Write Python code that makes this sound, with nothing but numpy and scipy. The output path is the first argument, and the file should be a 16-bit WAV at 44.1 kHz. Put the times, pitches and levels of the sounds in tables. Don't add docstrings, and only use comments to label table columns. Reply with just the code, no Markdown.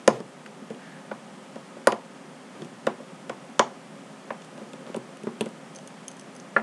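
import sys
import numpy as np
from scipy import signal
from scipy.fft import rfft, irfft
from scipy.io import wavfile
from scipy.ndimage import uniform_filter1d

SR = 44100
rng = np.random.default_rng(int(sys.argv[2]) if len(sys.argv) > 2 else 0)


def linear_from_db(decibels):
    return 10 ** (np.asarray(decibels, float) / 20)


def inscribe(sig):
    pcm = np.round(np.clip(np.atleast_2d(sig).T, -1, 1) * 32767)
    wavfile.write(sys.argv[1], SR, pcm.astype(np.int16))


N = 292030

# t/s, knock level/dB, rattle level/dB re knock, pitch f/Hz
PLUG_KNOCKS = [(0.077, -2, -10.5, 529), (0.203, -24.5, -14, 405), (0.62, -41, -23, 395),
               (0.705, -24.5, -18.5, 444), (1.114, -24.5, -7, 548), (1.559, -29.5, -10.5, 537),
               (1.767, -34, -21, 567), (1.871, -4.5, -6, 567), (1.924, -17.5, -7.5, 535),
               (2.552, -38, -24, 407), (2.62, -33, -10, 358), (2.869, -10, -9.5, 545),
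               (3.001, -32.5, -20, 545), (3.296, -22, -8.5, 530), (3.594, -5.5, -5, 567),
               (4.305, -23.5, -3, 584), (4.578, -33.5, -15, 577), (4.615, -34, -32, 543),
               (4.735, -34.5, -13, 523), (4.868, -37, -12, 548), (4.895, -33, -18, 540),
               (4.945, -22.5, -13, 556), (4.967, -25.5, -14.5, 376), (5.237, -32.5, -13, 394),
               (5.27, -21.5, -13, 385), (5.409, -16, -15, 416), (5.462, -25.5, -14, 520)]
# f/Hz, relative level/dB, t60/s
THUD_MODES = [(134.7, -19, 0.31), (203, -1, 0.017), (233, 3, 0.093), (292, -12, 0.1), (356.6, -1.5, 0.084)]
# multiple of the pitch, relative level/dB, t60/s
PLUG_MODES = [(0.702, -6.5, 0.18), (1.0, 7, 0.046), (1.3, -8.5, 0.086)]
# f/Hz, relative level/dB, t60/s
RATTLE_MODES = [(663, -10, 0.39), (894, 15, 0.12), (1002, 23, 0.072), (1126, 24.5, 0.048),
                (1233, -9, 0.013), (1447, 28, 0.02), (1780, -24, 0.05), (1940, -20, 0.02)]
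# t/s, middle level/dB, low part level/dB re middle, top part level/dB re middle
STEEL_TICKS = [(0.077, -8, -6, -3.5), (0.203, -40, 0, -3), (0.702, -42, -1, -5), (0.747, -54, 14.5, -5),
               (1.558, -39.5, -2, -10), (1.8718, -11.5, -5, -1), (1.9212, -24, 1, -11),
               (2.6197, -40, 3.5, -12), (2.6466, -44, 1, 0), (2.8683, -25.5, 2, -5), (3.2951, -34, 5, -6),
               (3.5936, -9.5, -2, -11.5), (4.42, -40, -3, -15), (4.446, -43, -5, 0), (4.578, -44, 0, -8),
               (4.7333, -40.5, 4.5, -3), (4.8658, -45, 6, -13), (4.9442, -39, 4.5, -4),
               (4.9627, -39, -2, 6), (5.171, -44.5, 3, -2), (5.234, -45, 1, 1), (5.2693, -43, -8, -15),
               (5.4087, -27.5, 9, 2.5), (5.459, -40, -2, 2.5), (5.489, -45, -10, 0), (5.749, -38, -5, 0),
               (5.7588, -33, -22, -5), (5.763, -32, -22, -9), (5.787, -38, -4, -8),
               (5.8749, -32.5, -8, 2.5), (6.0813, -22.5, -10, -2.5), (6.115, -38, -15, -1),
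               (6.168, -42, -6, -1), (6.1954, -35, -9, 1), (6.211, -41, -10, -1), (6.3515, -39, -15, -4),
               (6.3637, -38, -17, -2), (6.3994, -34, -19, -10)]
# f/Hz, relative level/dB, t60/s
SHAFT_LOW_MODES = [(3300, 8, 0.029), (4300, -11, 0.023)]
SHAFT_MID_MODES = [(6300, 7, .015), (6290, 10, 0.019), (6900, -13, 0.014)]
SHAFT_TOP_MODES = [(8200, 3, 0.018), (9560, 4, 0.019), (9640, 3, 0.023)]
# t/s, level/dB
HANDLE_LAID = [(6.564, -4.5)]
# f/Hz, relative level/dB, t60/s
HANDLE_MODES = [(222, -19.5, 0.62), (403, -11, 0.098), (540, 5, 0.02), (694, -18, 0.15), (1000, -13, 0.037),
                (1274, -2.5, .06), (1396, 7, 0.034), (1497, -6, 0.041), (1718, 8, 0.032), (1917, -3, 0.046),
                (2160, -11, 0.029), (2500, -16, 0.042), (3120, -19, 0.038), (4280, -23.5, 0.023)]
# t/s, length/s, centre f/Hz, width/Hz, rms level/dB ahead of the swell
FAINT_DESK_SOUNDS = [(0.46, 0.009, 1750, 400, -39), (0.462, .024, 1250, 80, -48),
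                     (.78, 0.36, 1690, 280, -52), (.1, 0.17, 133, 20, -37.5), (0.121, .09, 480, 97, -34.5),
                     (2.53, 0.21, 200, 170, -49), (2.579, 0.088, 363, 100, -48), (2.6, .2, 135, 20, -49),
                     (4.56, .2, 520, 200, -50), (4.866, 0.083, 450, 290, -47)]
# f/Hz, relative level/dB
ROOM_COLOUR = [(100, -15), (250, 0), (500, -2), (1000, -12.5), (2000, -9), (5000, -1.5), (10000, -10)]
# f/Hz, relative level/dB per Hz
FLOOR_COLOUR = [(35, -85), (60, -49), (102, -22), (154, 1.5), (267, 1.5), (291, -8), (387, -2.5), (442, -8),
                (538, -6), (781, -7.5), (1480, -13.5), (1720, -13.5), (2550, -18.5), (3250, -19),
                (3800, -24), (9110, -26.5), (11400, -36), (14800, -56), (22000, -120)]
# f/Hz, width/Hz, rms level/dB ahead of the waver
FAN_RESONANCES = [(205.7, 15, -56.5), (271.6, 5.2, -58.5), (536.6, 21, -56), (1252, 21, -63)]


def knocks():
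    landing_s, landing_slope_s, damping_db = 0.0085, 0.00015, -11.0
    full_thud_db, thud_db_per_knock_db, thud_db_per_octave = -14, 0.65, -12.5
    out = np.zeros(N)
    t = np.arange(SR // 4) / SR
    landed = 1 / (1 + np.exp(-np.minimum((t - landing_s) / landing_slope_s, 30)))
    finger_damping = linear_from_db(damping_db * landed)
    for s, knock_db, rattle_re_knock_db, pitch_hz in PLUG_KNOCKS:
        rattle_db = knock_db + rattle_re_knock_db
        thud_db = full_thud_db + thud_db_per_knock_db * knock_db + thud_db_per_octave * np.log2(pitch_hz / 500)

        pitched_modes = np.array(PLUG_MODES) * [pitch_hz, 1, 1]
        plug = finger_damping * ring(pitched_modes, scatter_db=0.5, detune=0.018, contact_s=0.0024)
        rattle = ring(RATTLE_MODES, scatter_db=3.3, detune=0.019, contact_s=0.00095)
        crack = burst(514.0, 2085.0, t60=0.028, tail_db=-15.5, tail_t60=0.21)
        desk_buzz = buzz(660.0, 1140.0, t60=0.28)
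        thud = ring(THUD_MODES, scatter_db=2.5, detune=0.025, contact_s=0.0025)

        add(out, s, linear_from_db(knock_db) * plug)
        add(out, s, linear_from_db(rattle_db) * rattle)
        add(out, s, linear_from_db(rattle_db + 4.0) * crack)
        add(out, s, linear_from_db(rattle_db - 3.0) * desk_buzz)
        add(out, s, linear_from_db(thud_db) * thud)
    return out


def tinkles():
    lifted_s = 5.7
    out = np.zeros(N)
    for s, middle_db, low_db, top_db in STEEL_TICKS:
        ringing_share = 0.5 if s > lifted_s else 0
        parts = ((SHAFT_LOW_MODES, 2450.0, 3650.0, low_db),
                 (SHAFT_MID_MODES, 4400.0, 7300.0, 0),
                 (SHAFT_TOP_MODES, 7500.0, 10600.0, top_db))
        for modes, lo_hz, hi_hz, part_db in parts:
            gain = linear_from_db(middle_db + part_db)
            tinkle = ring(modes, scatter_db=2, detune=0.02, contact_s=0.0004)
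            crack = burst(lo_hz, hi_hz, t60=0.0032, tail_db=-8, tail_t60=0.028)
            add(out, s, gain * ringing_share * tinkle)
            add(out, s, gain * (1 - ringing_share) * crack)
    return out


def handle():
    out = np.zeros(N)
    for s, db in HANDLE_LAID:
        add(out, s, linear_from_db(db) * ring(HANDLE_MODES, scatter_db=4.5, detune=0.0033, contact_s=0.0012))
        add(out, s, linear_from_db(db - 11.5) * buzz(460.0, 1700.0, t60=0.21))
    return out


def ring(modes, scatter_db, detune, contact_s):
    hz, db, t60 = np.transpose(modes)[:, :, None]
    t = np.arange(SR // 4) / SR
    level_chance, pitch_chance = rng.standard_normal((len(modes), 2)).T[:, :, None]
    decay = linear_from_db(db + scatter_db * level_chance - 60 * t / t60)
    onset = np.minimum(t / contact_s, 1)
    tones = np.sin(2 * np.pi * hz * (1 + detune * pitch_chance) * t)
    y = np.sum(decay * onset * tones, axis=0)
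    return y / np.max(np.abs(y))


def burst(lo_hz, hi_hz, t60, tail_db, tail_t60):
    t = np.arange(SR // 8) / SR
    envelope = linear_from_db(-60 * t / t60) + linear_from_db(tail_db - 60 * t / tail_t60)
    y = rng.standard_normal(len(t)) * envelope
    y[0] += 4.0
    return band_peak_1(y, lo_hz, hi_hz)


def buzz(lo_hz, hi_hz, t60):
    swell_s, drop_s, drop_db = 0.0009, 0.037, -7.0
    t = np.arange(SR // 6) / SR
    swell = np.minimum(t / swell_s, 1)
    decay = linear_from_db(-60 * t / t60 + drop_db * (t > drop_s))
    return band_peak_1(rng.standard_normal(len(t)) * swell * decay, lo_hz, hi_hz)


def band_peak_1(x, lo_hz, hi_hz):
    y = signal.sosfilt(signal.butter(3, [lo_hz, hi_hz], "band", fs=SR, output="sos"), x)
    return y / np.max(np.abs(y))


def add(out, s, y):
    i = int(s * SR)
    y = y[:N - i]
    out[i:i + len(y)] += y


def faint_desk_sounds():
    out = np.zeros(N)
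    for s, length_s, hz, width_hz, db in FAINT_DESK_SOUNDS:
        narrow_noise = signal.lfilter(*signal.iirpeak(hz, hz / width_hz, SR), rng.standard_normal(SR // 2))
        progress = np.linspace(0, 1, int(length_s * SR))
        swell = np.sin(np.pi * np.sqrt(progress))
        add(out, s, level(narrow_noise, db)[-len(progress):] * swell)
    return out


def room(x):
    split_hz, low_t60, high_t60, onset_s, echo_db = 2000, 0.25, 0.21, 0.0076, -35.5
    t = np.arange(SR // 2) / SR
    low = signal.sosfilt(signal.butter(1, split_hz, fs=SR, output="sos"), rng.standard_normal(len(t)))
    high = signal.sosfilt(signal.butter(1, split_hz, "high", fs=SR, output="sos"), rng.standard_normal(len(t)))
    decaying = low * linear_from_db(-60 * t / low_t60) + high * linear_from_db(-60 * t / high_t60)
    echoes = decaying * (1 - np.exp(-t / onset_s))
    return signal.fftconvolve(x, linear_from_db(echo_db) * colour(echoes, ROOM_COLOUR))[:N]


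def floor():
    out = level(colour(rng.standard_normal(N), FLOOR_COLOUR), -45.5)
    for hz, width_hz, db in FAN_RESONANCES:
        hum = signal.lfilter(*signal.iirpeak(hz, hz / width_hz, SR), rng.standard_normal(N))
        waver = linear_from_db(0.81 * walk(3.8))
        out = out + level(hum, db) * waver
    return out


def colour(x, points):
    hz, db = np.transpose(points)
    f = np.maximum(np.arange(len(x) // 2 + 1) * SR / len(x), 1)
    return irfft(rfft(x) * linear_from_db(np.interp(np.log(f), np.log(hz), db)), len(x))


def level(x, db):
    return x * linear_from_db(db) / np.sqrt(np.mean(x ** 2))


def walk(rate):
    hold = int(SR / rate)
    steps = np.repeat(rng.standard_normal(N // hold + 1), hold)
    return 0.27 * uniform_filter1d(uniform_filter1d(steps, hold), hold)[:N]


def scene():
    work = knocks() + tinkles() + handle() + faint_desk_sounds()
    return (work + room(work) + floor())[None]


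def low_pass(x):
    return signal.sosfilt(signal.butter(12, 13500, fs=SR, output="sos"), x)


def record(dry):
    threshold, lag_s, release_s, deepest_duck_db = 0.15, 0.035, 0.35, -5.0
    x = signal.sosfilt(signal.cheby2(6, 38, 90, "high", fs=SR, output="sos"), dry)
    lag = int(lag_s * SR)
    keep = np.exp(-1 / (release_s * SR))
    excess = np.maximum(np.abs(x) - threshold, 0) ** 2
    loudness = signal.lfilter([1 - keep], [1, -keep], excess)
    late_loudness = np.pad(loudness, ((0, 0), (lag, 0)))[:, :N]
    duck_db = deepest_duck_db * np.tanh(late_loudness / 0.0048)
    x = signal.sosfilt(signal.butter(6, 11300, fs=SR, output="sos"), x * linear_from_db(duck_db))
    mix = np.clip(x, -0.98, 0.98)
    return low_pass(mix)


dry = scene()
out = record(dry)
inscribe(out)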